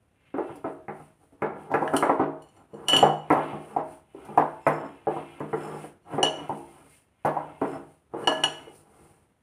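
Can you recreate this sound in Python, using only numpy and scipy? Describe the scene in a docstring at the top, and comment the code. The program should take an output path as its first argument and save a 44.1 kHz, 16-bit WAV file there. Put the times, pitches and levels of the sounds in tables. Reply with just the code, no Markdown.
"""A hand kneads crumbly dough in a glass bowl on a stone counter in a small hard-walled kitchen (9.4 s).
From 0.3 s: dough strokes (noise grains), foot knocks and grinding (noise and clicks on counter modes).
1.9-3 s: a bangle clinks and drags on the rim (glass modes), again near 6.1 and 8.3 s; rings slide faintly
at 3.8-7.7 s (resonated friction). Knocks end at 8.7 s, strokes and grinding fade by 9.3 s.
Throughout: echoes, a hush (coloured noise) and a whine (sine); the microphone chain ducks quiet moments."""
import sys
import numpy as np
from scipy import signal
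from scipy.fft import rfft, irfft
from scipy.io import wavfile
from scipy.ndimage import uniform_filter1d

SR = 44100
rng = np.random.default_rng(int(sys.argv[2]) if len(sys.argv) > 2 else 0)


def master_out(mix):
    """Clip the mix to full scale and print it as 16-bit PCM to the path in sys.argv[1]."""
    frames = np.transpose(np.atleast_2d(mix))
    ceiling = np.clip(frames, -1, 1)
    pcm = np.round(ceiling * 32767).astype(np.int16)
    wavfile.write(sys.argv[1], SR, pcm)


N = 415422

# All event and mode levels are relative.
# Room hush spectrum: [f/Hz, density/dB]
HUSH = [(15, -42), (25, -12), (76, 9), (309, -5), (575, -7.5), (911, -11), (1070, -12.5), (2840, -20.5),
        (4740, -32.5), (7920, -30.5), (9320, -22.5), (16000, -44.5)]
HUSH_DB, WHINE_HZ, WHINE_DB = -62, 1001, -84
# Kitchen decay: [f/Hz, t60/s]
KITCHEN = [(200, 0.38), (600, 0.46), (1200, 0.43), (2400, 0.4), (5000, 0.44), (12000, 0.34)]
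EARLY_DB, EARLY_S = 7, 0.023   # echoes are strong for the first few hundredths of a second, then drop
# Bangles sliding on each other: [middle t/s, half length/s, peak level/dB]
SLIDES = [(3.77, 0.04, -83), (4.764, 0.15, -78.5), (5.68, 0.12, -73.5), (7.724, 0.057, -74.5)]
# Bangle resonances: [f/Hz, width/Hz, level/dB]
BANGLES = [(5270, 33, 0), (6850, 13, -11), (7600, 75, 1.5), (9900, 100, -9.5), (11100, 113, -6.5)]
# Dough strokes: [middle t/s, half length/s, fingers on glass level/dB, crumbs on wall level/dB]
STROKES = [(0.303, 0.15, -98, -62), (0.502, 0.12, -69.5, -58), (0.71, 0.077, -71.5, -74),
           (1.02, 0.11, -67.5, -67), (1.243, 0.12, -72, -80), (1.63, 0.073, -67.5, -63.5),
           (1.88, 0.1, -62, -75), (1.993, 0.057, -48.5, -55), (2.204, 0.035, -74, -57),
           (2.54, 0.12, -73.5, -71.5), (2.96, 0.22, -66.5, -65.5), (3.45, 0.17, -64, -47),
           (3.682, 0.12, -63.5, -60), (3.925, 0.082, -62, -63.5), (4.3, 0.21, -67.5, -59),
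           (4.523, 0.15, -71.5, -75.5), (4.807, 0.34, -73.5, -59), (5.157, 0.087, -63.5, -51),
           (5.31, 0.17, -67.5, -53.5), (5.659, 0.2, -60, -53), (5.835, 0.082, -57, -55.5),
           (6.156, 0.069, -60.5, -54), (6.414, 0.18, -66, -54), (6.578, 0.057, -62.5, -64),
           (6.72, 0.23, -64, -64), (6.949, 0.1, -61, -63), (7.431, 0.25, -71, -60),
           (7.71, 0.12, -62.5, -56), (7.92, 0.12, -71, -75), (8.23, 0.064, -59, -57),
           (8.372, 0.078, -62, -56), (8.522, 0.21, -63.5, -54), (8.77, 0.078, -61, -83),
           (9.05, 0.21, -66, -70)]
# Colour of brushing, clatter and ticks: [f/Hz, density/dB]
BRUSH = [(2350, -42), (4000, -11.5), (6780, -13), (8120, -5.5), (9330, 3.5), (12000, -15), (14900, -12.5),
         (16000, -19.5)]
# Dough-damped wall resonances woken by scraping: [f/Hz, level/dB]
SQUEAKS = [(2130, -1), (2400, -4), (2660, -2), (2950, -4), (3250, -9)]
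EDGE_DROP_DB = 11   # fade of a rub one half length from its middle
# Bangle clinks on the rim: [t/s, blow level/dB, upper modes level/dB, low mode level/dB, clatter level/dB,
# freedom to ring against the holding hand (t60 factor, floor 0.2), lead of modes marked 1/dB]
CLINKS = [(1.877, -40, -13.5, 9, -35, 0.2, 6), (1.9655, -26, -6, -19.5, -14.5, 0.096, -5.4),
          (2.421, -62, -3, -31, -11, 1.3, -2), (2.4866, -65, -2, -25, -30, 1.3, -0.5),
          (2.5646, -70.5, 0.5, -28, -32, 1.2, -4), (2.74, -65, -3, -31, -22, 1.1, -1.5),
          (2.8839, -18.5, -9.5, -22, -23, 0.71, -3.5), (2.897, -22, -24, -27, -33.5, 1.7, 1),
          (2.9321, -19.5, -35.5, -14, -31.5, 1.4, -1), (2.9647, -13.5, -15.5, -32.5, -27.5, 0.59, -2.5),
          (6.03, -77, -2, -20.5, -15.5, 2.5, 3.2), (6.2291, -19, -8, -14.5, -35.5, 0.9, 5),
          (8.2393, -54.5, -12, -3, -21, 1.37, 8), (8.273, -18.5, -13, -10, -36.5, 0.83, 6.5),
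          (8.3234, -36.5, -13.5, 2.5, -25, 1.8, 3.5), (8.4367, -14.5, -12, -16.5, -41, 0.58, 4.5)]
# Bangle drags on the rim: [middle t/s, half length/s, peak level/dB, upper modes level/dB]
DRAGS = [(1.93, .04, -62, -3), (2.475, 0.051, -72.5, -4), (2.736, 0.046, -77, -0.3),
         (2.873, 0.017, -57, -2.2), (2.946, 0.033, -23.5, -6), (2.99, 0.024, -27, -8),
         (3.039, 0.018, -48.5, 2), (6.26, 0.023, -24.5, -28)]
# Glass rim pitches, several split in pairs: [f/Hz]
GLASS_HZ = [1701, 2923, 2962, 4305, 4345, 5728, 5810, 6205, 6740, 7270, 7432, 8445, 9035, 10270, 10790]
# Glass rim modes, one row per pitch: [level/dB, t60 before the freedom factor/s]
GLASS = [(-8, 0.19), (-1.5, 0.12), (-1, 0.1), (-12.5, 0.085), (-18.5, 0.16), (-13, 0.068), (-15.5, 0.055),
         (-16.5, 0.037), (-25.5, 0.18), (-11, 0.095), (-22, 0.044), (-26.5, .08), (-6.5, 0.05),
         (-19.5, 0.076), (-17.5, 0.06)]
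# Sign of the lead for each rim mode: [1 raised, -1 lowered, 0 unaffected]
LEAD_SIGN = [0, 1, -1, 1, -1, 1, -1, 1, 0, -1, 1, -1, 0, 0, 0]
RATTLE_DB, RATTLE_T60_S, BLUR_T60_S = -5.5, 0.036, 0.015   # rattle wakes each mode as a blurred band
# Bowl foot on counter: [t/s, blow level/dB, bass/dB, low body/dB, hardness/dB], last three re blow
KNOCKS = [(0.341, -29, -34, 1, -16), (0.382, -26.5, -32, -1.5, -13), (0.553, -63.5, 11, 24, -22),
          (0.643, -24.5, -13, -4.5, -17), (0.882, -28, -10, -7.5, -11.5), (0.999, -48.5, 5, -2, -5),
          (1.322, -58.5, -19, 7, -34), (1.42, -19, -10, -5.5, -7.5), (1.703, -38, -6, 1, -25),
          (1.715, -27.5, -18.5, -4.5, -33), (1.74, -19, -9.5, -5, -1.5), (1.82, -24, -32, 0.5, -43),
          (1.936, -17, -22, 0, -9), (2.025, -11.5, -39, -17, -9.5), (2.094, -18.5, -30, 0.5, -10),
          (2.195, -15.5, -14, -3.5, -18), (2.733, -48, 10.5, 11, -20), (2.886, -26, -17, -9, -4.5),
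          (2.931, -17, -30, -9, -8), (3.027, -11, -9.5, -15, -14), (3.303, -11, -14.5, -7.5, -9.5),
          (3.364, -18, -23, -10.5, -19), (3.531, -29.5, 1, -3.5, -23), (3.763, -22, -13, -8, -26),
          (4.146, -52, -5, 10.5, -16.5), (4.287, -43, 9, 2.5, -27), (4.375, -12, -14, -9.5, -16),
          (4.666, -13, -13.5, -11, -7), (5.07, -22, -12.5, -1.5, -33), (5.164, -28.5, -8, -0.5, -28),
          (5.404, -29.5, -1, 1.5, -9), (5.53, -27.5, -3.5, 5.5, -3), (5.839, -45, -27, 4.5, -3),
          (6.136, -35.5, 6, 5.5, -8), (6.181, -25.5, -29, 2.5, -8), (6.23, -19, -14.5, -5.5, -11.5),
          (6.494, -26.5, -3.5, -0.5, -32), (7.248, -12.5, -15, -15, -15), (7.366, -26, -19, -31, -24),
          (7.615, -20, -15, -2, -19.5), (8.137, -29.5, -13.5, 1, -22.5), (8.273, -17, -19, -9, -8),
          (8.435, -24.5, -12, -8, -5), (8.67, -60.5, -6, 14, 0)]
# Foot grinding on stone: [middle t/s, half length/s, peak level/dB]
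GRINDS = [(0.5, 0.011, -30), (1.219, 0.027, -54.5), (1.524, 0.095, -36.5), (1.82, 0.14, -32),
          (1.935, 0.01, -25.5), (2.104, 0.048, -39.5), (2.228, .05, -33), (2.59, 0.062, -53),
          (2.811, 0.095, -43.5), (2.98, 0.094, -25), (3.45, 0.16, -37), (3.768, 0.15, -41),
          (4.243, 0.1, -45.5), (4.358, .06, -41.5), (4.822, 0.066, -34), (5.305, 0.33, -53.5),
          (5.46, 0.1, -44.5), (5.69, 0.12, -33), (6.14, 0.059, -33), (6.393, 0.076, -36.5),
          (6.768, 0.12, -50), (7.428, 0.12, -42.5), (7.733, 0.065, -34.5), (8.204, 0.06, -32.5),
          (8.388, 0.02, -31.5), (8.62, 0.12, -49.5), (8.975, 0.24, -55)]
# Counter and loaded bowl modes: [nominal f/Hz, level/dB, t60/s]
COUNTER = [(152.2, 4, .45), (211.5, 1, 0.2), (281.8, -5, 0.32), (339.1, -7.5, 0.51), (380.4, -2.5, 0.23),
           (452.8, -1, 0.18), (543, -8, 0.13), (635.2, -6, 0.31), (724, -5, .06), (792, -3.5, 0.06),
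           (900, -12, 0.16), (1089, -15, 0.19), (1268, -17.5, 0.089)]
# Contact force parts: [low f/Hz, high f/Hz, level/dB, t60/s]
CONTACT = [(70, 150, 15, .25), (292.6, 575, 27, 0.033), (518, 1010, 24.5, 0.015), (1290, 2900, 33, 0.049),
           (2050, 2600, 39.5, 0.0016)]
# Broad colour of a knock: [f/Hz, density/dB]
THUD = [(24, -59), (40, -37.5), (101, -5.5), (142, -8.5), (242, -14.5), (277, -3), (381, -4), (588, -11),
        (823, -4.5), (1150, -13.5), (1350, -12), (4500, -64), (5850, -61.5), (9900, -120)]
# Bright ticks of glass edge and hard crumbs: [t/s, level/dB]
TICKS = [(0.374, -48), (0.557, -36.5), (.881, -52), (1.4188, -39.5), (1.7386, -35.5), (1.936, -28),
         (2.1949, -49), (3.3, -32.5), (3.322, -27.5), (3.368, -37), (4.2503, -38), (4.374, -28.5),
         (4.6698, -22.5), (5.0779, -49), (5.3971, -40), (6.489, -38), (7.2517, -25), (7.6132, -39),
         (8.753, -39)]
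REBOUNDS, CHATTER_S, REBOUND_DB = 5, .045, -3   # foot rebounds, then the hand pins it
DETUNE_SHARE = .007   # pitch spread with the grip on the bowl
CUTOFF_HZ = 16400


def from_db(db):
    """Decibels to gain."""
    return 10 ** (np.asarray(db) / 20)


def rms_one(x):
    """Scale to unit rms."""
    return x / np.sqrt(np.mean(x ** 2) + 1e-20)


def at_hz(points, hz):
    """Interpolate a table along log frequency."""
    points = np.array(points)
    return np.interp(np.log(hz), np.log(points[:, 0]), points[:, 1])


def coloured(x, spectrum):
    """Filter by a spectrum at minimum phase (no pre-echo), unit energy."""
    size = 8192
    bins_hz = np.arange(1, size // 2 + 2) * SR / size
    cepstrum = irfft(np.log(from_db(at_hz(spectrum, bins_hz))))
    cepstrum[1:size // 2] *= 2   # fold to causal
    cepstrum[size // 2 + 1:] = 0
    response = irfft(np.exp(rfft(cepstrum)))[:size // 2]
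    return signal.fftconvolve(x, response / np.linalg.norm(response))[:N]


def band(x, low_hz, high_hz):
    """Gentle band-pass."""
    sos = signal.butter(2, [low_hz, high_hz], "band", fs=SR, output="sos")
    return signal.sosfilt(sos, x + 1e-18)


def ring(clicks, hz, t60_s):
    """Two-pole resonator: a unit click starts a decaying sine of height 1."""
    r = from_db(-60 / (t60_s * SR))
    w = 2 * np.pi * hz / SR
    return signal.lfilter([0, np.sin(w)], [1, -2 * r * np.cos(w), r * r], clicks + 1e-18)


def train(at_s, level_db):
    """One click per event."""
    out = np.zeros(N)
    out[(np.asarray(at_s) * SR).astype(int)] = from_db(level_db)
    return out


def bursts(at_s, level_db, t60_s):
    """Fresh decaying noise per event, unit energy at 0 dB."""
    r = from_db(-60 / (t60_s * SR))
    envelope = signal.lfilter([np.sqrt(1 - r * r)], [1, -r], train(at_s, level_db) + 1e-18)
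    return envelope * rng.standard_normal(N)


def grains(per_s, spread_db):
    """Random clicks of uneven size and sign, unit rms."""
    sizes = from_db(spread_db * np.minimum(rng.exponential(1, N), 5))
    signed = sizes * rng.choice([-1, 1], N)
    return rms_one(signed * (rng.random(N) < per_s / SR))


def swells_db(middle_s, half_s, peak_db):
    """Level of rubs that swell and fade smoothly; overlaps add in power."""
    t_s = np.arange(0, N + 64, 64) / SR
    away = (t_s[:, None] - middle_s) / np.maximum(half_s, .005)
    power = from_db(2 * (peak_db - EDGE_DROP_DB * away ** 2)).sum(axis=1)
    return np.interp(np.arange(N) / SR, t_s, 10 * np.log10(power + 1e-15))


def hush():
    """Room background: coloured noise plus a faint steady sine."""
    noise = from_db(HUSH_DB) * coloured(rng.standard_normal(N), HUSH)
    return noise + from_db(WHINE_DB) * np.sin(2 * np.pi * WHINE_HZ * np.arange(N) / SR)


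def kitchen(x):
    """Dense echoes decaying per half-octave band; they start at 180 Hz, the deep bass stays dry."""
    t_s, patterns = np.arange(SR * 3 // 4) / SR, 3
    edges_hz = np.geomspace(180, 17000, 14)
    tails = 0
    for low_hz, high_hz in zip(edges_hz, edges_hz[1:]):
        noise = band(rng.standard_normal((patterns, len(t_s))), low_hz, high_hz)
        tails = tails + noise * from_db(-60 * t_s / at_hz(KITCHEN, low_hz))
    tails *= np.clip(t_s / 0.003, 0, 1)   # echo build-up
    tails *= from_db(EARLY_DB * np.exp(-(t_s / EARLY_S) ** 2))
    # knocks take turns among three random echo patterns
    pattern = np.searchsorted(np.array(KNOCKS)[:, 0] - .002, np.arange(N) / SR) % patterns
    out = 0
    for k, tail in enumerate(tails):
        out = out + signal.oaconvolve(x * (pattern == k), tail / np.linalg.norm(tail))[:N]
    return out


def bangles():
    """Friction grains excite narrow resonances of the rings."""
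    friction = from_db(swells_db(*np.transpose(SLIDES))) * grains(1800, spread_db=6.5)
    out = 0
    for hz, width_hz, level_db in BANGLES:
        t60_s = np.log(1000) / np.pi / width_hz
        out = out + from_db(level_db - 11.5) * ring(friction, hz, t60_s)
    return out


def fingers(brush_db):
    """Fingers brush the glass: dense coloured grains."""
    return from_db(brush_db) * coloured(grains(7700, spread_db=2.5), BRUSH)


def crumbs(scrape_db):
    """Grit dragged along the wall: broad rasp plus short squeaky rings slipping independently."""
    out = rms_one(band(band(grains(1200, spread_db=2.5), 1200, 3200), 1100, 3400))
    for hz, level_db in SQUEAKS:
        squeak = ring(grains(500, spread_db=2.5), hz, t60_s=.11)
        out += from_db(level_db - 3.5) * rms_one(squeak)
    return from_db(scrape_db - 5.5) * out


def rim():
    """Clinks strike each glass mode with its own strength amid a clatter; drags keep modes singing."""
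    s, blow_db, upper_db, low_db, clatter_db, freedom, lead_db = np.transpose(CLINKS)
    out = band(band(bursts(s, blow_db + upper_db + 1, t60_s=.04), 3500, 11000), 2000, 11000)
    out += band(bursts(s, blow_db - 7, t60_s=.03), 600, 3500)
    out += coloured(bursts(s, blow_db + clatter_db + 36, t60_s=0.062), BRUSH)

    middle_s, half_s, drag_db, drag_upper_db = np.transpose(DRAGS)
    slips = grains(500, spread_db=3)
    drag = from_db(swells_db(middle_s, half_s, drag_db)) * slips
    drag_upper = from_db(swells_db(middle_s, half_s, drag_db + drag_upper_db)) * slips
    lead = from_db(np.interp(np.arange(N) / SR, s, lead_db))   # interpolated between clinks

    t_s = np.arange(SR // 2) / SR
    contact = np.clip(t_s / 0.001, 0, 1)   # the blow takes a moment
    strengths_db = rng.normal(0, 1.7, (len(s), len(GLASS)))
    for k, (hz, sign, (level_db, t60_s)) in enumerate(zip(GLASS_HZ, LEAD_SIGN, GLASS)):
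        register_db = upper_db + 9 if hz > 3600 else low_db + 14 if hz < 2300 else 0
        mode_db = blow_db + level_db + sign * lead_db + register_db
        sine = contact * np.sin(2 * np.pi * hz * t_s)
        for e, at in enumerate((s * SR).astype(int)):
            decay_db = 60 * t_s / t60_s / max(freedom[e], .2)
            out[at:at + len(t_s)] += from_db(mode_db[e] + strengths_db[e, k] - decay_db) * sine
        out += ring(bursts(s, mode_db + RATTLE_DB, RATTLE_T60_S), hz, BLUR_T60_S)
        if hz > 2300:
            rub = drag_upper if hz > 3600 else drag
            out += ring(rub * lead ** sign * from_db(-26 + 0.89 * level_db), hz, t60_s)
    return out


def counter(grind_db):
    """Knocks and grinding share the counter modes and the broad thud colour."""
    s, blow_db, bass_db, body_db, hard_db = np.transpose(KNOCKS)
    force = from_db(grind_db - 8.5) * grains(2500, spread_db=4.5)
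    shares_db = [bass_db, body_db, 0, hard_db, hard_db]
    for (low_hz, high_hz, gain_db, t60_s), share_db in zip(CONTACT, shares_db):
        landing = bursts(s, blow_db + share_db + gain_db, t60_s)   # foot chatters as it lands
        force += band(landing, low_hz, high_hz)

    slots = np.arange(1, REBOUNDS + 1) - rng.uniform(0, .7, (len(s), REBOUNDS))
    later_s = slots / REBOUNDS * CHATTER_S
    later_db = blow_db[:, None] + REBOUND_DB + rng.normal(0, 1.6, later_s.shape)
    rebounds = -train((s[:, None] + later_s).ravel(), later_db.ravel())

    rings, grips = 0, 2   # knocks alternate between two grips
    strengths_db = rng.normal(0, 3, (len(s), len(COUNTER)))
    for k, (hz, level_db, t60_s) in enumerate(COUNTER):
        share_db = bass_db if hz < 250 else body_db if hz < 600 else 0
        struck_db = blow_db + share_db + level_db + strengths_db[:, k] - 9.5
        grind = from_db(grind_db + level_db - 46.5) * rng.standard_normal(N)
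        rings = rings + ring(grind, hz, t60_s)
        shifts = rng.normal(0, DETUNE_SHARE, grips) * (hz > 250)
        for grip, shift in enumerate(shifts):
            clicks = train(s[grip::grips], struck_db[grip::grips])
            rings = rings + ring(clicks, hz * (1 + shift), t60_s)

    ticks = bursts(*np.transpose(TICKS), t60_s=0.031)
    ticks = from_db(-3.5) * coloured(ticks, BRUSH) + from_db(-2.5) * band(ticks, 4000, 15000)
    # blunt contact: soft starts
    blunt = band(band(rings, 46, 1900) + from_db(25) * band(rebounds, 280, 1047), 45, 2000)
    return band(coloured(force, THUD) + blunt, 95, 9000) + ticks


def scene():
    """Sum hush, echoes, bangles, dough, rim and counter."""
    middle_s, half_s, brush_db, scrape_db = np.transpose(STROKES)
    low = counter(swells_db(*np.transpose(GRINDS)))
    high = rim()
    room = kitchen(from_db(2.5) * low + from_db(-4.5) * high)
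    dough = fingers(swells_db(middle_s, half_s, brush_db)) + crumbs(swells_db(middle_s, half_s, scrape_db))
    return (hush() + room + bangles() + dough + high + low)[None]


def held_db(x, release_db_per_s):
    """Peak level released at a steady rate."""
    fall_db = release_db_per_s * np.arange(N) / SR
    return np.maximum.accumulate(20 * np.log10(np.abs(x) + 1e-9) + fall_db) - fall_db


def record(dry):
    """Microphone cuts deep bass and rounds peaks, a suppressor ducks quiet moments; the top is cut."""
    top = .8
    quiet_db, duck_db_per_db, duck_most_db = -48, .6, 8
    heard = signal.sosfilt(signal.butter(2, 60, "high", fs=SR, output="sos"), dry)
    below_db = quiet_db - held_db(heard[0], release_db_per_s=295)
    duck_db = np.clip(duck_db_per_db * below_db, 0, duck_most_db)
    ducked = heard * from_db(-uniform_filter1d(duck_db, size=89))   # smoothed over 2 ms
    rounded = top * np.tanh(ducked / top)
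    return signal.sosfilt(signal.cheby2(12, 70, CUTOFF_HZ, fs=SR, output="sos"), rounded)


dry = scene()
out = record(dry)
master_out(out)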